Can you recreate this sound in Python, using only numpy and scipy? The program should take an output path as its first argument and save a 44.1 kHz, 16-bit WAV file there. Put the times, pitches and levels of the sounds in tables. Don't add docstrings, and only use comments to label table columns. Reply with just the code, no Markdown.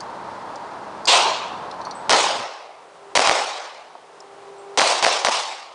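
import sys
import numpy as np
from scipy import signal
from scipy.fft import rfft, irfft
from scipy.io import wavfile
from scipy.ndimage import uniform_filter1d

SR = 44100
rng = np.random.default_rng(int(sys.argv[2]) if len(sys.argv) > 2 else 0)


def unload_wav(signal):
    wavfile.write(
        sys.argv[1],
        SR,
        np.round(np.clip(np.atleast_2d(signal).T, -1, 1) * 32767).astype(np.int16),
    )


N = 253342

# (time [s], crack [dB], wall echo [dB], bank echo [dB], bank delay [s],
# scatter [dB], tree echo tilt [dB/octave], tree echo decay time [ratio])
PISTOL_SHOTS = [(2.0954, 3.5, -0.5, 1, .0375, -14, 0, 0.89), (3.153, -2, 6, 1.5, .0407, -15.5, -0.2, 0.73),
                (3.2737, 4.5, 6, -1.5, .0391, -21.5, 0.34, 1.09),
                (4.7748, -1.5, 1, 1, 0.042, -15.5, 0.4, 0.93), (5.0266, -2, 4.5, 0, .0392, -18.5, 0, 0.65),
                (5.2486, 5, -3, -4, 0.037, -21, 1.26, 0.89)]
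GROUND_DELAY_S, WALL_DELAY_S, TREE_DELAY_S = .001, .0217, .06
def pistols():
    out = np.zeros(N)
    for s, crack_db, wall_db, bank_db, bank_delay, scatter_db, tilt_db, t60_scale in PISTOL_SHOTS:
        muzzle_crack(out, s, crack_db)
        slaps(out, s, crack_db, wall_db, bank_db, bank_delay)
        near_scatter(out, s, scatter_db)
        far_echoes(out, s, scatter_db, tilt_db, t60_scale)
    return out


# (frequency [Hz], level [dB])
CRACK_SPECTRUM = [(30, -26), (150, -13), (400, -9.5), (750, 0.5), (1100, 1), (1700, -6.5), (4000, -5.5),
                  (7000, -10.5), (9500, -18.5), (12000, -52)]
def muzzle_crack(out, s, db):
    crack = -pulse(CRACK_SPECTRUM)
    add(out, s, amp(db) * crack)
    add(out, s + GROUND_DELAY_S, amp(db - 4) * crack)


# (delay [s], level re the crack [dB])
GLANCES = [(.0021, -11), (.0036, -11.5), (.0049, -11.5)]
# (frequency [Hz], level [dB])
SLAP_SPECTRUM = [(30, -27), (150, -27), (320, -19), (550, -1.5), (800, 2.5), (1250, -7), (2100, 1),
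                 (3300, -12.5), (6000, -21), (9500, -56), (12000, -47)]
THUD_SPECTRUM = [(30, -41), (150, -25), (400, -12), (650, 2), (950, -3.5), (1300, -8.5), (2100, -11),
                 (4000, -17.5), (7000, -25), (9500, -33), (12000, -60)]
def slaps(out, s, crack_db, wall_db, bank_db, bank_delay):
    slap, thud = -pulse(SLAP_SPECTRUM), -pulse(THUD_SPECTRUM)
    for delay, db in GLANCES:
        add(out, s + delay, amp(crack_db + db) * thud)
    add(out, s + WALL_DELAY_S, amp(wall_db) * slap)
    add(out, s + bank_delay, amp(bank_db) * thud)


# (frequency [Hz], level [dB])
SCATTER_SPECTRUM = [(35, -69), (60, -39), (221, -16), (510, -2.5), (929, 1.5), (1520, -8), (2010, -8),
                    (2330, -8.5), (5040, -7), (6380, -10.5), (7100, -16.5), (8980, -17), (10000, -23.5),
                    (13000, -65), (22000, -120)]
def near_scatter(out, s, db):
    bright = reverberation(SCATTER_SPECTRUM, start=.0012, rise=.00088, hold=.019, t60_scale=.079,
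                           clump_db=1.5, tilt_db=.42, grain_db=4.5)
    dull = reverberation(SCATTER_SPECTRUM, start=.0032, rise=.0026, hold=.03, t60_scale=.11,
                         clump_db=1.5, tilt_db=-.62, grain_db=6)
    add(out, s, amp(db) * bright)
    add(out, s + WALL_DELAY_S, amp(db - .5) * dull)


# (delay [s], level re the scatter [dB])
REFLECTORS = [(.06, -1), (.144, -1.5)]
# (frequency [Hz], level [dB])
REFLECTOR_SPECTRUM = [(60, -55.5), (200, -31), (400, -17), (750, 9), (1100, -3), (1700, -6), (4000, -23),
                      (7000, -15), (10000, -29)]
TREE_SPECTRUM = [(35, -69), (60, -42.5), (199, -27.5), (299, -17.5), (362, -12), (556, -3.5), (817, 0.5),
                 (1250, -5), (1660, -11), (2330, -8.5), (2830, -9), (5150, -9.5), (7570, -18),
                 (9380, -22.5), (10000, -31), (13000, -67), (22000, -120)]
def far_echoes(out, s, scatter_db, tilt_db, t60_scale):
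    tail = reverberation(TREE_SPECTRUM, start=0, rise=.004, hold=.051, t60_scale=t60_scale,
                         clump_db=.8, tilt_db=tilt_db)
    add(out, s + TREE_DELAY_S, amp(scatter_db - 2.5) * tail)
    for delay, db in REFLECTORS:
        add(out, s + delay, amp(scatter_db + db) * burst(REFLECTOR_SPECTRUM, decay=.0092))


# (frequency [Hz], level [dB])
BLAST_SPECTRUM = [(88, -58), (150, -44), (319, -21), (381, -10.5), (431, -10), (591, -5), (1020, -1.5),
                  (1730, -16.5), (2680, -8.5), (2970, -8), (4150, -8), (4700, -11.5), (5310, -13),
                  (8690, -21.5), (10000, -32.5), (13000, -70), (22000, -120)]
def shotgun(s=1.071, db=-12):
    out = np.zeros(N)
    blast = reverberation(BLAST_SPECTRUM, start=.00033, rise=.0059, hold=.069, t60_scale=.83, clump_db=.1)
    add(out, s, amp(db) * blast)
    return out


# (frequency [Hz], T60 [s])
BASE_T60 = [(100, 0.3), (400, 1.28), (900, 1.395), (2000, 1.153), (4500, 0.92), (9000, 0.71)]
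def reverberation(spectrum, start, rise, hold, t60_scale, clump_db, tilt_db=0, grain_db=2):
    size = 3 * SR // 2
    hz, when, bands = signal.stft(noise(spectrum, size, grain_db), SR, nperseg=512)
    octaves = np.log2(np.maximum(hz, 200) / 1500)[:, None]
    t60 = t60_scale * read(BASE_T60, hz)[:, None]
    fall_db = -60 * np.maximum(when - hold, 0) / t60
    ripple_db = 2.2 * patches(bands.shape, order=(3, 11))
    wave = signal.istft(bands * amp(fall_db + tilt_db * octaves + ripple_db), SR, nperseg=512)[1][:size]
    t = np.arange(size) / SR
    build = 1 - np.exp(-np.maximum(t - start, 0) / rise)
    treble = signal.sosfiltfilt(signal.butter(2, 5000, "high", fs=SR, output="sos"), wave)
    wave = wave + treble * (amp(1.8 * wander(60, size)) - 1)
    return wave * build * amp(clump_db * wander(70, size))


# (time [s], peak level [dB], T60 [s], pitch [ratio])
CLINKS = [(.005, -24.5, 0.046, 1.07), (.558, -29, 0.034, 1.13), (1.055, -14.5, 0.033, 1.12),
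          (1.7125, -27, 0.032, 0.9), (1.8144, -31.5, 0.047, 0.96), (1.851, -27, 0.091, 1.0),
          (1.91, -25.5, 0.05, 1.0), (4.204, -29, .02, 1.2)]
# (base frequency [Hz], relative level [dB])
STEEL_MODES = [(3900, -4), (4200, 2), (4450, 6), (4700, 5), (5100, -8), (5500, -14), (5850, 1.5),
               (6300, -1.5), (6750, -16), (7300, -27), (8200, -18), (9400, -14)]
def clinks():
    out, t = np.zeros(N), np.arange(SR // 3) / SR
    for s, db, t60, pitch in CLINKS:
        ring = 0
        for hz, mode_db in STEEL_MODES:
            cycles = pitch * hz * rng.uniform(.95, 1.01) * t + rng.random()
            ring += amp(mode_db) * np.sin(2 * np.pi * cycles)
        contact = [(2500 * pitch, -30), (4200 * pitch, 0), (6200 * pitch, -4), (9000 * pitch, -16)]
        scrape = noise(contact, len(t)) * np.exp(-t / .003)
        clink = unit(ring) * amp(-60 * t / t60) + .7 * scrape
        add(out, s, amp(db) * clink / abs(clink).max())
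    return out


# (time [s], peak level [dB]), and their ring time
CASES, CASE_T60_S = [(1.95, -40.5), (4.582, -50)], .3
def spent_cases():
    out, t = np.zeros(N), np.arange(SR // 3) / SR
    for s, db in CASES:
        pair = sum(np.sin(2 * np.pi * hz * rng.uniform(.95, 1.01) * t) for hz in (7950, 8200)) / 2
        add(out, s, amp(db) * pair * amp(-60 * t / CASE_T60_S))
    return out


# (time [s], level [dB])
KNOCKS = [(1.801, -24), (1.869, -22), (3.950, -33)]
# (frequency [Hz], level [dB])
KNOCK_SPECTRUM = [(100, -35), (350, -14), (650, 0), (1050, -1), (1600, -18), (3000, -38), (10000, -60)]
def knocks():
    out = np.zeros(N)
    for s, db in KNOCKS:
        add(out, s, amp(db) * burst(KNOCK_SPECTRUM, decay=.009))
    return out


# (harmonic [number], relative level [dB])
TONE_HARMONICS = [(1, 0), (2, -5), (3, -21), (5, -25)]
def ringing_tone(tone_hz=398.3):
    cycles = np.cumsum(tone_hz * (1 + .0015 * wander(12, N))) / SR
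    tone = sum(amp(db + 1.3 * wander(6.8, N)) * np.sin(2 * np.pi * k * cycles)
               for k, db in TONE_HARMONICS)
    roar_drone = np.sin(2 * np.pi * np.cumsum(195 + 6 * wander(13.2, N)) / SR)
    hush_drone = np.sin(2 * np.pi * np.cumsum(167 + 1.94 * wander(4.6, N)) / SR)
    return (unit(tone) * hush_gain(-38.5, sink_db=39)
            + roar_drone * amp(ROAR_DB - 19.5) * roar_share()
            + hush_drone * hush_gain(-64.5, sink_db=13.5))


# (frequency [Hz], level [dB])
ROAR_SPECTRUM = [(15, -62), (25, -32), (85, -14.5), (113, -13.5), (164, -11.5), (190, -10.5), (375, -8),
                 (506, -6), (924, 1), (2340, -22.5), (3000, -25.5), (4370, -25.5), (6060, -32.5),
                 (7040, -35.5), (10000, -41), (13000, -86), (22000, -120)]
HUSH_SPECTRUM = [(25, -43), (70, -23.5), (130, -15), (200, -17), (300, -8.5), (420, -1.5), (750, -1),
                 (1050, -2), (1450, -10), (2000, -15.5), (4000, -21.5), (10000, -31.5)]
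HISS, HISS_DB = [(100, -26), (1000, 1), (2500, 1), (5000, -5), (10000, -8.5)], -58.5
ROAR_DB, HUSH_DB = -34, -42.5
def background():
    roar = noise(ROAR_SPECTRUM, N) * amp(ROAR_DB + .5 * wander(30, N)) * roar_share()
    hush = noise(HUSH_SPECTRUM, N) * amp(.55 * wander(20, N)) * hush_gain(HUSH_DB, sink_db=9.5)
    return roar + hush + amp(HISS_DB) * noise(HISS, N)


def roar_share(end_s=2.48, fade_s=.05):
    return np.clip((end_s - np.arange(N) / SR) / fade_s, 0, 1)


def hush_gain(db, sink_db, hold_s=.54, recover_s=.36):
    t, since_shot = np.arange(N) / SR, np.zeros(N)
    for s, *_ in PISTOL_SHOTS:
        since_shot = np.where(t >= s, t - s, since_shot)
    sunk = np.exp(-np.maximum(since_shot - hold_s, 0) / recover_s)
    return amp(db - sink_db * sunk) * (1 - roar_share())


def pulse(colour, size=4096):
    log_gain = np.log(amp(read(colour, abs(np.fft.fftfreq(size, 1 / SR)))))
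    wave = np.fft.ifft(np.exp(np.conj(signal.hilbert(log_gain)))).real[:size // 2]
    wave = signal.lfilter([.85, -1], [1, -.85], wave)
    return wave / abs(wave).max()


def burst(colour, decay):
    t = np.arange(SR // 6) / SR
    return noise(colour, len(t)) * np.exp(-t / decay) * (1 - np.exp(-(t / .0015) ** 2))


def noise(colour, size, grain_db=0):
    white = rng.standard_normal(size) * amp(grain_db * rng.standard_normal(size))
    return unit(irfft(rfft(white) * amp(read(colour, np.fft.rfftfreq(size, 1 / SR))), size))


def wander(rate, size):
    f = np.fft.rfftfreq(size, 1 / SR)
    return unit(irfft(rfft(rng.standard_normal(size)) * np.exp(-(f / rate) ** 2) * (f > 0), size))


def patches(shape, order=(7, 14)):
    field = rng.standard_normal(shape)
    for axis, size in enumerate(order):
        field = uniform_filter1d(field, size, axis)
    return unit(field)


def read(points, hz):
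    f, value = np.transpose(points)
    return np.interp(np.log(hz + 1), np.log(f + 1), value)


def amp(db):
    return 10 ** (np.asarray(db) / 20)


def unit(x):
    return x / np.sqrt(np.mean(x ** 2) + 1e-20)


def add(mix, s, sound):
    part = mix[max(round(s * SR), 0):][:len(sound)]
    part += sound[:len(part)]


def scene():
    events = pistols() + shotgun() + clinks() + spent_cases() + knocks()
    return (events + background() + ringing_tone())[None]


def record(dry, limit_db=-2, recover_db_per_s=500, attack_s=.0012, edge_hz=10200):
    over_db = np.maximum(20 * np.log10(abs(dry[0]) + 1e-9) - limit_db, 0)
    recovery_db = np.arange(N) * recover_db_per_s / SR
    duck_db = np.maximum.accumulate(over_db + recovery_db) - recovery_db
    pole = np.exp(-1 / (attack_s * SR))
    limited = dry * amp(-signal.lfilter([1 - pole], [1, -pole], duck_db))
    saturated = limited / (1 + (limited / .85) ** 6) ** (1 / 6)
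    bass_cut = signal.lfilter(*signal.butter(1, 50, "high", fs=SR), saturated)
    low_pass = signal.firwin(401, edge_hz, window=("kaiser", 8), fs=SR)
    return signal.oaconvolve(bass_cut, low_pass[None], "same")


dry = scene()
out = record(dry)
unload_wav(out)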